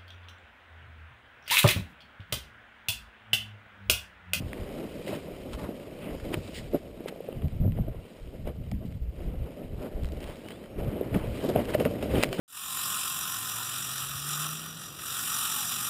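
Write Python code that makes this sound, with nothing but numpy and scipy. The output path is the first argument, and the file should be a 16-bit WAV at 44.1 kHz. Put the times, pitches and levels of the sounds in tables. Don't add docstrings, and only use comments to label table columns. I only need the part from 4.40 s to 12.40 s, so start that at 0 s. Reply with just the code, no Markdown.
import sys
import numpy as np
from scipy import signal
from scipy.fft import rfft, irfft, next_fast_len
from scipy.io import wavfile
from scipy.ndimage import uniform_filter1d, map_coordinates

SR = 44100
rng = np.random.default_rng(int(sys.argv[2]) if len(sys.argv) > 2 else 0)


def put_to_file(sound):
    columns = np.atleast_2d(sound).T
    safe = np.clip(columns, -1, 1)
    whole_steps = np.round(safe * 32767)
    wavfile.write(sys.argv[1], SR, whole_steps.astype(np.int16))


def magnitude_from_level(level_db):
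    exponent = np.asarray(level_db, float) / 20
    return 10 ** exponent


N = 352800

# pitch_hz, level_db (relative)
CASE_BAND = [(71, -49.5), (120, -5.5), (200, 0), (338, -1.5), (489, -2), (530, -2.5), (586, -2.5),
             (806, -16), (872, -25), (1300, -26), (1690, -33), (2860, -120)]
# pitch_hz, level_db (relative)
SAND_BAND = [(1940, -43), (3300, -1.5), (3830, 1), (4020, 2.5), (4400, -3), (4780, 1), (5260, -2.5),
             (6000, -4.5), (7800, -57), (13200, -120)]


def unit(x):
    return x / np.sqrt(np.mean(x ** 2) + 1e-20)


def curves(rows):
    s, *cols = np.transpose(rows)
    return [np.interp(np.arange(N) / SR, s, c) for c in cols]


def wobble(rate):
    knots = rng.standard_normal(int(N * rate / SR) + 4)
    return map_coordinates(knots, [np.arange(N) * rate / SR])


def filtered(x, response):
    m = 2 * next_fast_len(N // 2 + 4096)
    return irfft(rfft(x, m) * response(np.fft.rfftfreq(m, 1 / SR)), m)[..., :N]


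def coloured(x, spectrum):
    hz, db = np.transpose(spectrum)

    def causal(f):
        gain = magnitude_from_level(np.interp(np.log(f + 1), np.log(hz + 1), db))
        cepstrum = irfft(np.log(gain + 1e-5))
        cepstrum[1:len(f) - 1] *= 2
        cepstrum[len(f):] = 0
        return np.exp(rfft(cepstrum))
    return unit(filtered(x, causal))


def crumble(rate, spread_db, share, clump_db, clump_rate):
    chance, size, sign = rng.random((3, N))
    loose = chance < rate / SR
    stones = loose * magnitude_from_level(-spread_db * np.log(size + 1e-4)) * np.sign(sign - .5)
    share = np.clip(share, 0, 1)
    mix = np.sqrt(share) * unit(stones) + np.sqrt(1 - share) * rng.standard_normal(N)
    return mix * magnitude_from_level(clump_db * wobble(clump_rate))


def patchy(x, depth_db):
    z = signal.stft(x, nperseg=256)[2]
    field = uniform_filter1d(rng.standard_normal(z.shape), size=3, axis=0)
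    field = uniform_filter1d(field, size=5, axis=1)
    return signal.istft(z * magnitude_from_level(depth_db * unit(field)), nperseg=256)[1][:N]


def bursts(s, length, db, rise, under_db):
    t = np.arange(0, N / SR + .01, .001)
    u = (t - s[:, None]) / np.maximum(length, .003)[:, None]
    power = magnitude_from_level(2 * db) @ np.exp(-2 * np.where(u < 0, u / rise, u) ** 2)
    return np.sqrt(np.interp(np.arange(N) / SR, t, power) + magnitude_from_level(2 * under_db))


def swell(s, db, rise, t60):
    t = np.clip(np.arange(N) / SR - s, 0, 1)
    shape = magnitude_from_level(-60 * t / max(t60, .004)) * (1 - np.exp(-t / max(rise, 1e-4))) ** 2
    return magnitude_from_level(db) * shape / shape.max()


def snaps(times, db, spectrum):
    strokes = np.bincount(np.round(times * SR).astype(int), magnitude_from_level(db), N)
    hits = coloured(strokes, spectrum)
    return hits * magnitude_from_level(db.max()) / abs(hits).max()


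def scrape():
    # pitch_hz, level_db (relative)
    grit_band = [(1000, -39.5), (1600, -5.5), (2000, 2), (2500, 2), (3100, 1), (3350, -8.5), (3800, -16.5),
                 (4600, -35), (8000, -120)]
    gravel_band = [(500, -30.5), (850, 2), (1140, -1.5), (1500, -6), (1800, -17), (2400, -32), (3800, -120)]
    # time_s, grit_db, weight_db (rub over grit), stone_size (-1 fine to 1 coarse)
    slide = [(0, -58.5, 14.5, 0), (.32, -55, 18.5, 0), (.64, -56.5, 14, -0.37), (.9, -58, 17, -0.27),
             (1.3, -59, 18.5, -0.14), (1.56, -61, 16, -0.2), (2.05, -56, 10.5, -0.59),
             (2.45, -63.5, 16, -0.39), (2.95, -61.5, 16.5, 0), (3.3, -65.5, 17, 0), (3.55, -64, 17.5, 0.19),
             (3.74, -62, 11, -0.2), (3.86, -66, 13.5, -.3), (4.2, -67, 15.5, -.2), (4.68, -69, 14, -0.26),
             (4.9, -64, 16.5, 0.18), (5.17, -62, 18, 0), (5.35, -64, 18, -0.036), (5.7, -62, 16, -0.028),
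             (6.0, -58, 15, -.3), (6.33, -63.5, 18.5, 0.049), (6.45, -55.5, 19, 0.36),
             (6.72, -56.5, 18, 0.38), (7.0, -52, 17, -0.13), (7.3, -51, 15.5, 0.086),
             (7.58, -56, 18.5, -.2), (7.78, -48, 16, 0.089), (7.9, -56, 18, -0.12), (8, -50.5, 9, -0.093)]
    # peak_s, length_s, grit_db, gravel_db (over grit), sand_db (over grit)
    scuffs = [(0.692, 0.041, -50.5, -9, -6), (0.738, 0.043, -48.5, 1.5, -8), (1.137, 0.017, -53, 5, -2),
              (1.203, 0.027, -57.5, 10.5, -3), (1.249, 0.023, -59.5, 13.5, -3),
              (1.668, 0.098, -54, -1.5, -17), (1.804, 0.01, -57, -14, -7), (1.851, .02, -55.5, -2, -9),
              (1.94, .015, -42.5, 0.5, -9), (2.17, 0.034, -47.5, -17, -2.5), (2.355, 0.028, -54.5, -7, -9),
              (2.684, 0.015, -46.5, -4, -14), (3.378, 0.025, -58.5, -3, -24),
              (4.079, 0.023, -52.5, -2.5, -16), (4.253, 0.032, -66, -5, -10), (4.46, 0.033, -66, -14, -5),
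              (4.827, 0.062, -60.5, -7, -9), (5.428, 0.062, -61, 6.5, -5), (5.832, .04, -55.5, -3, -19),
              (5.885, 0.059, -55, 2, -7.5), (6.114, 0.017, -52, -4, -21), (6.397, 0.016, -49.5, -0.5, -17),
              (6.758, 0.03, -48.5, 3.5, -9), (6.838, .04, -54, 4, -18), (6.973, .05, -54, -5, -9),
              (7.06, .035, -52.5, -6, -3), (7.103, 0.012, -53, 10, -2), (7.189, 0.045, -47, 1.5, -19),
              (7.296, .02, -48.5, 0.5, -10), (7.344, 0.01, -36.5, -1, -14), (7.408, 0.022, -46.5, 1, -12),
              (7.46, 0.013, -43, 2, -10.5), (7.635, 0.018, -47, -10, -9), (7.716, 0.018, -48, -9, -12),
              (7.769, 0.033, -44.5, 0, -13), (7.816, 0.042, -39, -7, -9), (7.941, 0.027, -46, -11, -5),
              (7.997, 0.018, -50, 7, -8)]
    # peak_s, length_s, level_db
    heaves = [(0.735, 0.057, -34), (1.233, .03, -35.5), (1.32, 0.015, -43), (1.686, 0.078, -35),
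              (1.926, 0.11, -40), (2.35, .022, -26.5), (2.445, .03, -43), (2.692, .03, -39),
              (3.044, 0.046, -45.5), (3.242, 0.041, -40.5), (3.387, 0.032, -42), (3.484, 0.013, -37.5),
              (3.95, 0.045, -47.5), (4.087, 0.025, -33.5), (4.434, .035, -43), (4.833, 0.087, -42.5),
              (5.053, 0.08, -45), (5.44, 0.044, -35), (5.55, 0.063, -42.5), (5.65, .04, -46),
              (5.873, 0.048, -45), (6.452, 0.079, -35), (6.577, .03, -37), (6.758, 0.021, -27),
              (6.986, 0.017, -40.5), (7.074, 0.043, -29), (7.163, .015, -25), (7.198, 0.019, -25),
              (7.348, 0.05, -33.5), (7.403, 0.027, -28.5), (7.464, .016, -23.5), (7.513, 0.011, -34),
              (7.641, 0.018, -31), (7.776, 0.073, -28.5), (7.93, .03, -35), (7.997, 0.016, -26.5)]

    slip = magnitude_from_level(0.62 * wobble(30))
    coarse = crumble(rate=400, spread_db=2.5, share=0.32, clump_db=1.64, clump_rate=54)
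    rub = coloured(slip * coarse, CASE_BAND)
    fine = crumble(rate=1000, spread_db=1.86, share=0.39, clump_db=0.68, clump_rate=90)
    fine = patchy(slip * fine, depth_db=1.54)

    slide_db, weight_db, size = curves(slide)
    s, length, db, gravel_db, sand_db = np.transpose(scuffs)
    layers = ((gravel_band, gravel_db, -1.5 + 5 * size),
              (grit_band, 0, 0),
              (SAND_BAND, sand_db, -8 - 6.5 * size))
    hiss = np.zeros(N)
    for band, over_db, under_db in layers:
        gain = bursts(s, length, db + over_db, rise=0.86, under_db=slide_db + under_db)
        hiss += gain * coloured(fine, band)

    rub_db = slide_db + weight_db + 1.63 * wobble(14)
    return bursts(*np.transpose(heaves), rise=.8, under_db=rub_db) * rub + hiss


def knocks():
    # (nominal, by 60 dB)
    blows = [(0.671, -27.5, 530, 0.06), (0.728, -23, 600, 0.035), (1.2371, -33, 384, 0.017),
             (1.2902, -23, 280, 0.023), (1.916, -21.5, 326, 0.019), (1.9404, -19.5, 337, 0.026),
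             (2.3343, -19.5, 440, 0.018), (2.3456, -16, 327, 0.015), (2.6054, -23.5, 336, 0.013),
             (2.659, -20, 465, 0.01), (2.7249, -24, 490, 0.01), (2.7595, -33, 613, 0.017),
             (2.8045, -26, 494, 0.018), (2.8877, -20, 450, 0.012), (2.9276, -23.5, 395, 0.0059),
             (3.2552, -26, 405, 0.012), (3.3873, -24, 540, 0.0097), (3.546, -30.5, 475, 0.0093),
             (4.073, -18.5, 505, 0.0099), (4.319, -31.5, 686, 0.009), (5.415, -36, 299, 0.011),
             (6.062, -30, 371, 0.0037), (6.3839, -26, 404, 0.041), (6.6114, -14.5, 410, 0.013),
             (6.7467, -12, 300, 0.011), (6.7545, -15.5, 182, 0.045), (6.7613, -15.5, 186, 0.043),
             (7.049, -24.5, 463, 0.035), (7.1599, -9, 620, 0.012), (7.184, -16, 430, 0.0091),
             (7.3488, -11.5, 600, 0.045), (7.4063, -12, 530, 0.02), (7.462, -18, 402, 0.008),
             (7.628, -18, 450, 0.0078), (7.7614, -15, 388, 0.02), (7.7818, -14.5, 312, 0.019),
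             (7.834, -10, 605, 0.0072), (7.9282, -25, 670, 0.019), (7.9921, -18.5, 250, 0.018)]
    rattle = coloured(rng.standard_normal(N), CASE_BAND)
    t = np.arange(N) / SR
    out = np.zeros(N)
    for s, db, hz, t60 in blows:
        ring = np.sin(2 * np.pi * hz * (t - s))
        out += swell(s, db, 0.00085, t60) * (0.81 * ring + 0.19 * rattle)
    return filtered(out, lambda f: 1 / np.hypot(1, (f / 900) ** 5))


def ticks():
    # (nominal, by 60 dB)
    pebbles = [(0.1316, -33.5, -50, 0.01), (0.6787, -35.5, -46, 0.017), (1.133, -38, -47, 0.021),
               (1.233, -44, -54, 0.019), (1.799, -43.5, -62, 0.053), (1.85, -51, -56, 0.048),
               (1.942, -24.5, -38, 0.012), (2.682, -34, -38, 0.029), (2.9266, -39, -71, 0.014),
               (3.0205, -43, -68, 0.011), (3.0822, -51, -58, 0.011), (3.321, -45, -64, 0.008),
               (4.073, -49, -57, 0.046), (4.315, -38.5, -45, 0.017), (4.3384, -50, -73, 0.008),
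               (4.3493, -53, -66, 0.014), (4.523, -53, -62, 0.029), (5.6336, -50, -52, 0.022),
               (5.6458, -42, -55, 0.013), (5.6559, -52, -51, 0.011), (5.667, -54, -52, 0.02),
               (5.6878, -42, -51, 0.011), (5.7208, -46, -46, 0.011), (5.771, -49, -51, 0.01),
               (5.8042, -48, -49, 0.013), (5.8284, -38.5, -55, 0.022), (5.8415, -42, -42.5, 0.009),
               (5.9562, -49, -55, 0.023), (5.9693, -49, -53, 0.009), (6.0856, -34, -43, 0.011),
               (6.1058, -40, -47, 0.017), (6.12, -44, -53, 0.02), (6.24, -46, -64, 0.027),
               (6.6105, -40, -66, 0.011), (6.743, -27, -55, 0.024), (7.0893, -52, -40.5, 0.053),
               (7.1601, -31, -54, 0.02), (7.2539, -35.5, -45, 0.015), (7.345, -25.5, -38, 0.026),
               (7.399, -29.5, -40, 0.036), (7.452, -29.5, -46, 0.016), (7.6255, -30, -41, 0.021),
               (7.756, -29, -50, 0.011), (7.8281, -16, -27, 0.012), (7.8353, -10.5, -24.5, 0.0097),
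               (7.843, -23, -33, 0.0079), (7.8904, -38, -49, 0.008), (7.9287, -20, -28.5, 0.007)]
    # pitch_hz, level_db (relative)
    pebble_band = [(500, -33.5), (900, -5), (1400, -1), (2000, 0.5), (3100, -0.5), (3500, -14.5),
                   (4600, -37), (8000, -120)]
    s, grit_db, edge_db, t60 = np.transpose(pebbles)
    spray = crumble(rate=3200, spread_db=3.0, share=0.44, clump_db=1, clump_rate=250)
    hard = np.clip(0.0087 / t60, 0, .9)
    out = np.zeros(N)
    for db, band in ((grit_db, pebble_band), (edge_db, SAND_BAND)):
        snap = snaps(s, db + 20 * np.log10(hard), band)
        out += magnitude_from_level(2.0) * patchy(snap, depth_db=1.1)
        spray_gain = sum(swell(a, b, 0.00018, c) for a, b, c in zip(s, db, t60))
        out += magnitude_from_level(-3.5) * spray_gain * coloured(spray, band)
    return out


def lever():
    # start_s, length_s, first_pitch_hz, last_pitch_hz, level_db (before the flutter)
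    squeaks = [(5.865, .05, 2150, 3550, -59), (6.04, .075, 2780, 3180, -52.5),
               (6.112, .07, 3200, 3680, -55), (6.185, .05, 3720, 4050, -65), (6.26, .2, 5300, 5800, -72)]
    peak_at, ends_db = .35, -12
    out = np.zeros(N)
    for s, length, first_hz, last_hz, db in squeaks:
        end = s + length
        hz, = curves([(s, first_hz), (end, last_hz)])
        level_db, = curves([(s - .01, -120), (s, db + ends_db), (s + peak_at * length, db),
                            (end, db + ends_db), (end + .01, -120)])
        gain = magnitude_from_level(level_db + 2.5 * wobble(70))
        phase = 2 * np.pi * np.cumsum(hz * (1 + 0.007 * wobble(300))) / SR
        out += gain * np.sin(phase)
    return out


def wind():
    # pitch_hz, level_db (relative)
    press_band = [(12, -29), (20, 0.5), (43, -2.5), (75, 1), (98, -25.5), (160, -120)]
    flutter_band = [(38, -49.5), (65, -1), (102, 3.5), (153, -2.5), (210, -8.5), (300, -17), (390, -53),
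                    (660, -120)]
    # time_s, flutter_db
    breeze = [(0, -37), (.3, -52.5), (1.1, -51), (1.55, -53.5), (2.1, -46.5), (2.5, -54), (2.9, -62),
              (3.3, -34), (3.72, -59), (4.3, -39.5), (4.75, -48.5), (5.17, -52), (5.7, -51), (6.2, -56),
              (6.6, -45), (7.3, -44), (8, -54)]
    # peak_s, length_s, flutter_db, press_db (over flutter)
    gusts = [(0, .012, -24, -14), (.04, .04, -34.5, -8), (.22, .025, -42, 3), (.49, .05, -51, 2),
             (1.156, .03, -46.5, 8), (1.24, 0.016, -37, -15), (1.744, .05, -53, 11.5),
             (1.853, .04, -42.5, 4), (1.96, .05, -36.5, -7), (2.195, .06, -46, 6), (2.246, .02, -42, -12),
             (2.303, .05, -55.5, 15), (2.981, 0.028, -34, -4), (3.049, 0.031, -26, -3.5),
             (3.139, 0.027, -34, 1), (3.217, 0.017, -22, -2.5), (3.28, 0.061, -25.5, -8),
             (3.395, 0.038, -27, -4), (3.494, 0.024, -29.5, 2), (3.58, 0.028, -43.5, 1.5),
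             (3.845, .05, -46.5, 6), (4.02, 0.061, -38, 5), (4.105, .025, -35, -11), (4.207, .035, -37, 2),
             (4.345, 0.055, -30.5, -9), (4.46, 0.05, -36.5, -7), (4.564, .025, -35.5, -8),
             (4.627, 0.029, -48, 13.5), (4.69, 0.018, -42.5, 12), (4.82, 0.032, -40, 9.5),
             (4.878, 0.033, -35.5, 4.5), (4.937, .03, -32, -12), (5.01, 0.043, -39, 9),
             (5.252, 0.024, -37.5, -3), (5.328, 0.036, -41.5, 7), (5.39, 0.034, -41.5, 0),
             (5.563, 0.032, -41, 9), (5.641, .025, -34, 9.5), (5.724, 0.084, -41, 5.5),
             (5.863, .05, -49.5, 8.5), (6.408, 0.041, -33.5, -1), (6.475, .03, -32.5, -4),
             (6.752, 0.038, -32, -20), (6.867, 0.12, -39.5, 3.5), (7.175, 0.037, -30.5, -23),
             (7.43, 0.062, -30, -24), (7.624, 0.048, -37.5, -4), (7.76, 0.074, -35, -3.5),
             (7.886, 0.033, -40, -2)]
    s, length, db, slow_db = np.transpose(gusts)
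    breeze_db, = curves(breeze)
    lumps = rng.standard_normal(N) * magnitude_from_level(0.86 * wobble(15) + 1.64 * wobble(45))
    slow_breeze_db = breeze_db - 2.5 + 3 * wobble(12)
    press = bursts(s, length, db + slow_db, rise=1, under_db=slow_breeze_db)
    flutter = bursts(s, length, db, rise=1, under_db=breeze_db)
    return press * coloured(lumps, press_band) + flutter * coloured(lumps, flutter_band)


def scene():
    return (scrape() + knocks() + ticks() + lever() + wind())[None]


def low_pass(x):
    return signal.sosfilt(signal.butter(12, 16510, fs=SR, output="sos"), x)


def record(dry):
    hold_hz, top_hz = 12000, 15300
    base = filtered(dry, lambda f: 1 / np.hypot(1, (f / 5600) ** 24))
    shifted = base * 2 * np.cos(2 * np.pi * hold_hz * np.arange(N) / SR)

    def image_gain(f):
        d = abs(f - hold_hz)
        bass_lift = np.hypot(d, 110) / np.hypot(d, 60)
        return bass_lift * d / (f + 1) * (f > hold_hz / 2)

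    images = filtered(shifted, image_gain)
    mix = filtered(base + images, lambda f: 1 / np.hypot(1, (f / top_hz) ** 160))
    return low_pass(mix)


dry = scene()
out = record(dry)
put_to_file(out)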